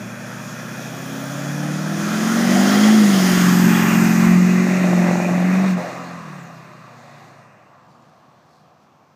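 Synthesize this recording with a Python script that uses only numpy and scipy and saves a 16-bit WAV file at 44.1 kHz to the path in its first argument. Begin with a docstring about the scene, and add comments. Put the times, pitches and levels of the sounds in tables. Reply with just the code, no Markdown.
"""Diesel pickup pulling away

A V8 diesel pickup pulls away hard, shifts up as it passes a phone at the kerb, lifts off and rolls away.
The exhaust is sine tones in step with the engine, plus a bark of uneven pulses ringing in the tailpipe.
Filtered noise makes the tyre and engine-bay roar, body boom, intake hiss and fan rush; noisy gliding
tones make the turbo. Thuds, dry grass and a faint distant town lie beneath."""
import sys
import numpy as np
from scipy import signal
from scipy.fft import rfft, irfft, next_fast_len
from scipy.io import wavfile
from scipy.ndimage import uniform_filter1d

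SR = 44100
rng = np.random.default_rng(int(sys.argv[2]) if len(sys.argv) > 2 else 0)


def int16_out(signal):
    """Quantize to a 16-bit WAV file."""
    q = np.round(np.clip(np.atleast_2d(signal).T, -1, 1) * 32767)
    wavfile.write(sys.argv[1], SR, q.astype(np.int16))


N = 403515
TIME = np.arange(N) / SR  # s

# Noise of the passing truck: (time [s], road roar [dB], body boom [dB], intake hiss [dB])
NOISE_LEVELS = [(0.0, -39.5, -42, -47), (1.3, -36, -37.5, -40.5), (1.8, -34, -35, -40),
                (2.3, -27.5, -32.5, -31.5), (2.5, -27.5, -27.5, -30), (2.73, -24, -25.5, -27),
                (2.8, -25.5, -28.5, -28.5), (2.88, -24.5, -26, -27.5), (2.92, -28.5, -30.5, -28.5),
                (3.3, -25, -28.5, -26.5), (3.41, -23.5, -32, -28.5), (3.55, -26, -32, -30),
                (3.9, -22.5, -29, -32), (4.1, -26, -30.5, -33.5), (4.25, -26.5, -33, -34.5),
                (4.4, -28.5, -35, -38), (5.07, -29, -25, -39.5), (5.45, -31, -30, -43),
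                (5.55, -29.5, -31, -41), (5.65, -31.5, -28, -43), (5.71, -31, -35, -39.5),
                (5.76, -35, -37, -49), (5.78, -34, -28, -44.5), (6.19, -40, -43.5, -52),
                (6.75, -46.5, -50.5, -60), (7.25, -48.5, -49, -58), (7.57, -52, -54, -72),
                (8.41, -59, -58, -69.5), (9.15, -62.5, -63, -77)]
# One backfire as the throttle shuts: (time [s], level over the loudest usual bark [dB])
LIFT_POP = (5.779, 4)
COAST_DB = -8  # drop of the weak tones and the rumble off throttle

# The five views are the sides of the truck heard: 0 nose far, 1 nose near, 2 flank, 3 tail, 4 tail far.


def undb(db):
    """Turn decibels into a plain gain."""
    return 10 ** (np.asarray(db) / 20)


def unit(x):
    """Scale to an RMS level of 1."""
    return x / np.sqrt(np.mean(x ** 2))


def curves(table):
    """Draw each column of a table over time, with straight lines between its points."""
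    s, *columns = np.transpose(table)
    return [np.interp(TIME, s, column) for column in columns]


def seen(view, view_db):
    """A level that depends on the side of the truck heard; beyond the last view it stays put."""
    return np.interp(view, range(len(view_db)), view_db)


def peak(x, hz, width_hz):
    """One resonance, which lets through mainly the sound near its own pitch."""
    return signal.lfilter(*signal.iirpeak(hz, hz / width_hz, fs=SR), x)


def walk(rate_hz):
    """A random wander: new levels at the given rate, joined smoothly; its spread is near 1."""
    position = TIME * rate_hz
    steps = rng.standard_normal(int(position[-1]) + 2)
    whole = position.astype(int)
    part = position % 1
    ease = part * part * (3 - 2 * part)
    return 1.2 * (steps[whole] + (steps[whole + 1] - steps[whole]) * ease)


def exhaust(cycle_hz, cycles, view, near_db, off_throttle):
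    """Firings repeat each four-stroke cycle, so they sound as tones at multiples of the cycle rate."""
    # Strong tones: (time [s], multiple 8 (the firing rate) [dB], multiple 10 [dB], multiple 16 [dB])
    strong_levels = [(0.0, -37.5, -50, -38.5), (0.45, -40.5, -39, -42), (1.15, -36.5, -37, -37),
                     (1.55, -26.5, -32, -36.5), (2.0, -27, -26, -33), (2.38, -24.5, -18.5, -37),
                     (2.6, -14.5, -17.5, -46), (2.7, -18, -21, -36), (2.8, -11.5, -21.5, -47),
                     (2.9, -10, -29, -48), (3.15, -13, -30, -57), (3.31, -15.5, -20.5, -21.5),
                     (3.5, -13, -21, -35), (3.68, -14.5, -15.5, -28), (3.87, -19, -16, -48),
                     (4.02, -15.5, -14.5, -34), (4.12, -17, -19, -38), (4.28, -12.5, -16.5, -29),
                     (4.4, -12, -24, -35.5), (4.65, -17, -22.5, -29), (4.8, -17, -32, -38),
                     (5.0, -13.5, -24, -38), (5.2, -20.5, -27.5, -33.5), (5.5, -15.5, -33, -44),
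                     (5.7, -17.5, -34, -58), (5.77, -20.5, -33, -48), (5.8, -28, -42, -52),
                     (5.92, -38, -50, -53), (6.17, -38.5, -45.5, -64), (6.3, -41, -39, -60),
                     (6.45, -47, -41, -62), (6.8, -52, -50.5, -61), (7.4, -56, -57, -62),
                     (7.75, -73, -74, -65), (9.15, -71, -79, -74)]
    # The three strong multiples: [times the cycle rate]
    strong_multiples = (8, 10, 16)
    # Slow swings of those three: [dB]
    strong_waver = (0.6, 0.9, 2.5)
    # Weak tones, from uneven pipe lengths: (multiple [times the cycle rate], level in each of five views [dB])
    weak_orders = [(4, -21, -21.5, -26, -25, 3), (5, -24, -30, -43, -45, -24), (7, -21, -14, -12, -19, -9),
                   (9, -14.5, -1.5, -9.5, -3.5, -9), (11, -11, -7, -12, -12.5, -2),
                   (12, -6, -5.5, -8, -6.5, -3), (13, -5, -8, -4, -11.5, -2),
                   (14, -2.5, -8.5, -13, -19, -22), (15, -9, -25, -13.5, -8.5, -13),
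                   (17, -11.5, -16, -13, -33, -34), (18, -34, -11, -20, -17, -19),
                   (19, -27, -17, -26, -28, -19), (20, -16, -27, -31, -22, -17)]
    # All weak tones over the smoothed road roar: level in each of five views [dB]
    weak_over_roar = [0.89, -2.4, 1.4, 0.036, 2.1]
    sixth_db, knee_hz, fade_db_per_octave = -6.5, 137.7, 27  # multiple 6 fades below the knee
    coast_flutter_db = 2.5  # extra flutter of the strong tones off throttle

    octaves_below = np.minimum(np.log2(6 * cycle_hz / knee_hz), 0)
    level_db = near_db + sixth_db + fade_db_per_octave * octaves_below + 1.2 * walk(5)
    out = undb(level_db) * np.sin(2 * np.pi * 6 * cycles)

    for multiple, db, waver_db in zip(strong_multiples, curves(strong_levels), strong_waver):
        flutter_db = coast_flutter_db * off_throttle * walk(14)
        level_db = db + waver_db * walk(6) + .5 * walk(25) + flutter_db
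        out += undb(level_db) * np.sin(2 * np.pi * multiple * cycles)

    weak_db = near_db + COAST_DB * off_throttle + seen(view, weak_over_roar)
    for multiple, *view_db in weak_orders:
        level_db = weak_db + seen(view, view_db) + 2.5 * walk(6)
        phase = 2 * np.pi * (multiple * cycles + rng.random()) + .6 * walk(8)
        out += undb(level_db) * np.sin(phase)
    return np.sqrt(2) * out  # makes the levels RMS


def bark(cycles):
    """One cylinder pops loudest each cycle, the others weaker and uneven; the tailpipe rings."""
    # Rings of the tailpipe: (pitch [Hz], width [Hz], level [dB])
    pipe_modes = [(582, 70, 0), (760, 200, -6), (400, 140, -7)]
    cylinder_db = np.array([0, -16, -14, -16, -8, -16, -14, -16.])

    slot = np.floor(8 * cycles).astype(int)  # counts the firings
    at = np.flatnonzero(np.diff(slot)) + 1
    level_db = cylinder_db[slot[at] % 8] + 1.5 * rng.standard_normal(len(at))
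    # The two strongest pulses keep their sign; the weak ones vary at random in size and sign
    uneven = np.where(slot[at] % 4 == 0, 1, rng.standard_normal(len(at)))
    pulses = np.zeros(N)
    pulses[at] = undb(level_db) * uneven

    pop_s, pop_db = LIFT_POP
    pulses[int(pop_s * SR)] = undb(pop_db)
    soften = signal.butter(4, 1000, fs=SR, output="sos")  # a soft push, not a click
    pulses = signal.sosfilt(soften, pulses)
    return unit(sum(undb(db) * peak(pulses, hz, width_hz) for hz, width_hz, db in pipe_modes))


def noise(db, modes, view, puff, flicker_db):
    """Noise in resonances weighted by the side heard; each flickers alone, all share one puffing."""
    out, power = 0, 0
    for hz, width_hz, *view_db in modes:
        gain = undb(seen(view, view_db))
        band = peak(peak(rng.standard_normal(N), hz, width_hz), hz, width_hz)
        out = out + gain * undb(flicker_db * walk(12)) * unit(band)
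        power = power + gain ** 2
    return undb(db) * puff * out / np.sqrt(power)


def road_roar(roar_db, view, firing, lump):
    """Tyres and engine bay roar as mid-pitched noise that puffs slightly with the engine."""
    # Resonances: (pitch [Hz], width [Hz], level in each of five views [dB])
    roar_modes = [(1108, 350, -4, -0.5, 0, 1.5, 6.5), (1357, 360, -1, 2, -2, 1, -18),
                  (1651, 440, 1.5, -0.5, 1, -2.5, -4), (1938, 480, -10.5, 3, -1.5, 6, -12.5),
                  (2464, 315, -3.5, -9, -4.5, 0.5, -15.5), (2770, 210, -35, -7.5, -7.5, -8.5, -17)]
    return noise(roar_db, roar_modes, view, 1 + 0.051 * firing + 0.035 * lump, 1.15)


def rumble(near_db, view, lump, off_throttle):
    """Low noise that swells once a crank turn and drops off throttle."""
    # Resonances: (pitch [Hz], width [Hz], level in each of five views [dB])
    rumble_modes = [(150, 90, -9, -5, -2, -3, 0), (230, 120, -7, -4, -2, -2, 0), (340, 130, 0, 0, 0, 0, -1)]
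    # Rumble over the smoothed road roar: level in each of five views [dB]
    rumble_over_roar = [-8, -3, -7.5, -1.5, 4.5]
    level_db = near_db + COAST_DB * off_throttle + seen(view, rumble_over_roar) + 1.7 * walk(7)
    return noise(level_db, rumble_modes, view, 1 + 0.17 * lump, 0.51)


def body_boom(boom_db, view, bark_share):
    """The body booms as noise in a few resonances, taking the power that the bark leaves."""
    # Resonances: (pitch [Hz], width [Hz], level in each of five views [dB])
    boom_modes = [(500, 97, -4, 0.5, -17, -5.5, -3.5), (600.4, 107, 0.5, 3, -10, 3, -4.5),
                  (720, 180, -4.5, 8, 3, 2, 3), (860, 130, -8.5, -4, 8.5, -13.5, -10)]
    return noise(boom_db, boom_modes, view, np.sqrt(1 - bark_share), 1.2)


def intake_hiss(hiss_db, view, firing):
    """The intake hisses as high noise that puffs slightly with each firing."""
    # Resonances: (pitch [Hz], width [Hz], level in each of five views [dB])
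    hiss_modes = [(3193, 850, -0.5, 2.5, 3.5, -20.5, 4.5), (3695, 750, -5, -4, -8, -1.5, -0.5),
                  (4220, 830, -5.5, -4, -9, -1.5, 2.5), (4940, 1100, -1.5, 3, 2.5, -4, -3.5),
                  (5710, 1040, 3.5, -0.5, -1, 0, -6), (6580, 1460, 4, 3.5, 6, 4.5, -5.5)]
    return noise(hiss_db, hiss_modes, view, 1 + 0.047 * firing, 1.16)


def fan_rush(hiss_db, view, firing):
    """The fan rushes as even higher noise, set against the hiss and puffing slightly."""
    # Resonances: (pitch [Hz], width [Hz], level in each of five views [dB])
    rush_modes = [(8060, 1650, -15, -4, 5, 3.5, 5), (9020, 1400, 3, 2, -9, -14, -11),
                  (10300, 1240, 2.5, -1, -4, -7.5, -5), (11300, 1200, -15, -3, -3, -0.5, -6),
                  (12500, 1100, 3, -1.5, 3, -5, -6), (14000, 1200, -5, -5, 6.5, -2, -4),
                  (15320, 800, -2, 1, -3, -3, -9)]
    # Rush over the hiss: level in each of five views [dB]
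    rush_over_hiss = [-7.5, -8, -3, -7.5, -12.5]
    return noise(hiss_db + seen(view, rush_over_hiss), rush_modes, view, 1 + .04 * firing, 0.6)


def bay_ring(hiss_db, view, firing):
    """Noise in one narrow resonance rings in the engine bay and puffs with the firings."""
    # The ring: (pitch [Hz], width [Hz], list of levels over the hiss in five views [dB])
    hz, width_hz, over_hiss = (3370, 220, [-9.5, -19, -24, -30, -30])
    return noise(hiss_db + seen(view, over_hiss), [(hz, width_hz, 0)], view, 1 + .1 * firing, 1.2)


def burble(view, lump):
    """Grainy exhaust after the lift: strongly flickering noise that fades steadily from the backfire."""
    # Resonance: (pitch [Hz], width [Hz], level [dB])
    burble_modes = [(1180, 300, 0)]
    start_db, fade_db_per_s = -36.5, -28
    since = TIME - LIFT_POP[0]
    level_db = start_db + fade_db_per_s * since.clip(0)
    return (since > 0) * noise(level_db, burble_modes, view, 1 + .3 * lump, 4.9)


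def whistle(table, width_hz):
    """A random wander on a gliding tone makes it a breathy band, silent outside its table."""
    hz, db = curves(table)
    on = (TIME > table[0][0]) & (TIME < table[-1][0])
    return on * undb(db) * walk(2 * width_hz) * np.sin(2 * np.pi * np.cumsum(hz) / SR)


def turbo():
    """Blades whistle higher as the turbo spools up, then lower after the lift; a blow-off whoosh falls."""
    # Blade whistle rising: (time [s], pitch [Hz], level [dB])
    spool_up = [(0, 11300, -72), (.3, 11950, -60), (.55, 12700, -57), (.9, 13900, -57), (1.1, 14700, -54),
                (1.3, 15250, -54), (1.4, 15500, -66)]
    # A second rising whistle, of the turbine: (time [s], pitch [Hz], level [dB])
    turbine = [(.1, 9600, -72), (.25, 10000, -62), (.6, 10900, -63), (1.0, 12000, -58), (1.25, 12750, -54),
               (1.45, 13400, -57), (1.65, 14000, -68)]
    # Blade whistle falling after the lift: (time [s], pitch [Hz], level [dB])
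    spool_down = [(6.25, 15300, -75), (6.33, 14800, -68), (6.6, 12500, -70), (6.85, 11200, -86),
                  (7.2, 9400, -90), (7.35, 8800, -76), (7.6, 8100, -83), (8.0, 7100, -78),
                  (8.25, 6500, -92)]
    # Falling whoosh as the revs drop after the lift: (time [s], pitch [Hz], level [dB])
    blow_off = [(6.28, 9800, -70), (6.38, 8000, -59), (6.48, 6300, -59), (6.62, 4600, -63),
                (6.8, 3000, -70)]
    blades = whistle(spool_up, 260) + whistle(turbine, 130) + whistle(spool_down, 260)
    return blades + whistle(blow_off, 600)


def whine():
    """A rough whine at peak revs, made as a narrow breathy band."""
    # (time [s], pitch [Hz], level [dB])
    whine_path = [(2.4, 3050, -46), (2.6, 3110, -36), (2.75, 3160, -33), (2.88, 3300, -32),
                  (3.1, 3300, -46)]
    return whistle(whine_path, 120)


def hum():
    """A faint rising hum while pulling away, made as a very narrow breathy band."""
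    # (time [s], pitch [Hz], level [dB])
    hum_path = [(.15, 890, -56), (.3, 915, -46), (.45, 950, -46), (.55, 965, -58)]
    return whistle(hum_path, 22.8)


def thuds():
    """Dull thuds while the truck is closest: short one-sided pushes in the deep bass."""
    # (time [s], peak level [dB])
    thud_times = [(2.765, -36), (2.885, -36), (3.335, -31), (3.38, -30), (3.425, -37), (3.51, -37),
                  (3.61, -35), (3.69, -38), (3.825, -37), (4.055, -34), (4.23, -38), (4.272, -26),
                  (4.318, -28)]
    push_s = 0.0063
    kicks = np.zeros(N)
    for s, db in thud_times:
        kicks[int(s * SR)] = undb(db)
    return np.convolve(kicks, np.hanning(int(push_s * SR)), "same")


def deep():
    """Deep ground rumble of the road: low noise that follows the roar."""
    over_roar_db, low_hz, high_hz = -39, 30, 70
    band = signal.butter(2, [low_hz, high_hz], "bandpass", fs=SR, output="sos")
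    x = signal.sosfilt(band, rng.standard_normal(N))
    return undb(curves(NOISE_LEVELS)[0] + over_roar_db) * unit(x)


def grass():
    """Dry grass stirs near the phone: dense tiny crackles ring in the stalks, in a few soft swells."""
    # Bell-shaped swells: (time of the top [s], level at the top [dB], spread [s])
    swells = [(7.903, -70, .04), (8.1, -72, .12), (8.55, -67, .07), (8.83, -71, .02)]
    swell = sum(undb(db) * np.exp(-.5 * ((TIME - s) / spread_s) ** 2) for s, db, spread_s in swells)
    ticks = rng.standard_normal(N) * (rng.random(N) < .05)
    stalks = peak(ticks, 4500, 1200) + .7 * peak(ticks, 4700, 1500)
    return swell * unit(stalks)


def floor():
    """Distant town and air: steady noise shaped to be strongest in the low pitches."""
    # Shape of the noise: (pitch [Hz], relative level [dB])
    spectrum = [(12, -70), (20, -38), (128, -13), (200, 2.5), (411, -9), (697, -1.5), (1090, -2.5),
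                (1790, -19), (2400, -15), (2790, -20), (3120, -28), (6070, -22), (9730, -42), (13000, -35),
                (15200, -35)]
    level_db = -57
    hz, db = np.transpose(spectrum)
    size = next_fast_len(N)
    f = np.maximum(np.fft.rfftfreq(size, 1 / SR), 1)
    shape = undb(np.interp(np.log(f), np.log(hz), db))
    shaped = irfft(rfft(rng.standard_normal(size)) * shape, size)[:N]
    return undb(level_db) * unit(shaped)


def scene():
    """Drive all the truck's sounds from one engine speed and one passing view, then add the surroundings."""
    # Climbs in first gear, shifts up, lifts off, winds down: (time [s], four-stroke cycle rate [Hz])
    engine_speed = [(0.0, 14.64), (0.6, 15.61), (1.2, 16.92), (1.7, 18.8), (2.1, 20.97), (2.5, 23.73),
                    (2.95, 27.3), (3.2, 23.4), (3.32, 22.7), (3.75, 22.3), (4.2, 22.3), (4.75, 23.0),
                    (4.92, 22.4), (5.2, 22.19), (5.4, 22.38), (5.65, 23.83), (5.8, 21.93), (6.15, 21.74),
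                    (6.45, 16.7), (6.7, 16.2), (7.1, 14.49), (7.4, 13.97), (7.7, 11.8), (9.15, 12.2)]
    # Side of the truck heard: (time [s], view [0-4, more counts as 4])
    passing_view = [(0, 0), (1.8, 0.35), (2.6, 0.92), (3.1, 0.98), (3.85, 2.1), (4.6, 3), (5.4, 3),
                    (6.1, 3.5), (6.7, 3.5), (7.6, 3.5), (9.15, 7)]
    # Tailpipe bark, largest while the pipe points back under load: (time [s], share of the boom's power [0-1])
    bark_part = [(0, .1), (3.2, 0.1), (3.35, 0.54), (3.6, 0.27), (4.5, 0.13), (4.95, 0.44), (5.25, 0.56),
                 (5.8, 0.11), (9.15, 0)]
    loud_firing_s = 5.156  # one moment at which the loud cylinder fires
    lift_s, lift_fade_s = 5.63, .25
    near_s = .6  # the bass follows the roar smoothed over this time

    cycle_hz = curves(engine_speed)[0]
    cycles = np.cumsum(cycle_hz) / SR
    cycles = cycles - cycles[int(loud_firing_s * SR)]
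    firing = np.cos(2 * np.pi * 8 * cycles)  # eight firings a cycle
    lump = np.cos(2 * np.pi * 2 * cycles)  # once a crank turn

    roar_db, boom_db, hiss_db = curves(NOISE_LEVELS)
    near_db = uniform_filter1d(roar_db, int(near_s * SR))
    view = curves(passing_view)[0]
    bark_share = np.clip(curves(bark_part)[0], 0, .95)
    off_throttle = np.clip((TIME - lift_s) / lift_fade_s, 0, 1)

    truck = exhaust(cycle_hz, cycles, view, near_db, off_throttle)
    truck += np.sqrt(bark_share) * undb(boom_db) * bark(cycles)
    truck += road_roar(roar_db, view, firing, lump)
    truck += rumble(near_db, view, lump, off_throttle)
    truck += body_boom(boom_db, view, bark_share)
    truck += intake_hiss(hiss_db, view, firing)
    truck += fan_rush(hiss_db, view, firing)
    truck += bay_ring(hiss_db, view, firing)
    truck += burble(view, lump)
    truck += turbo() + whine() + hum()
    return (truck + grass() + floor())[None]


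def record(dry):
    """The phone cuts the bass (thuds and ground rumble get past), bends, squashes peaks and cuts the top."""
    bass_cut_hz, top_hz = 95, 15320
    knee, squash = .62, .5  # half of what rises above the knee is taken away
    bass_cut = signal.butter(6, bass_cut_hz, "highpass", fs=SR, output="sos")
    x = signal.sosfilt(bass_cut, dry) + thuds() + deep()
    bend = 0.012 * x ** 2
    excess = np.sign(x) * np.maximum(np.abs(x) - knee, 0)
    x = x - bend - squash * excess
    top_cut = signal.ellip(14, .2, 80, top_hz, fs=SR, output="sos")
    return signal.sosfilt(top_cut, x)


dry = scene()
out = record(dry)
int16_out(out)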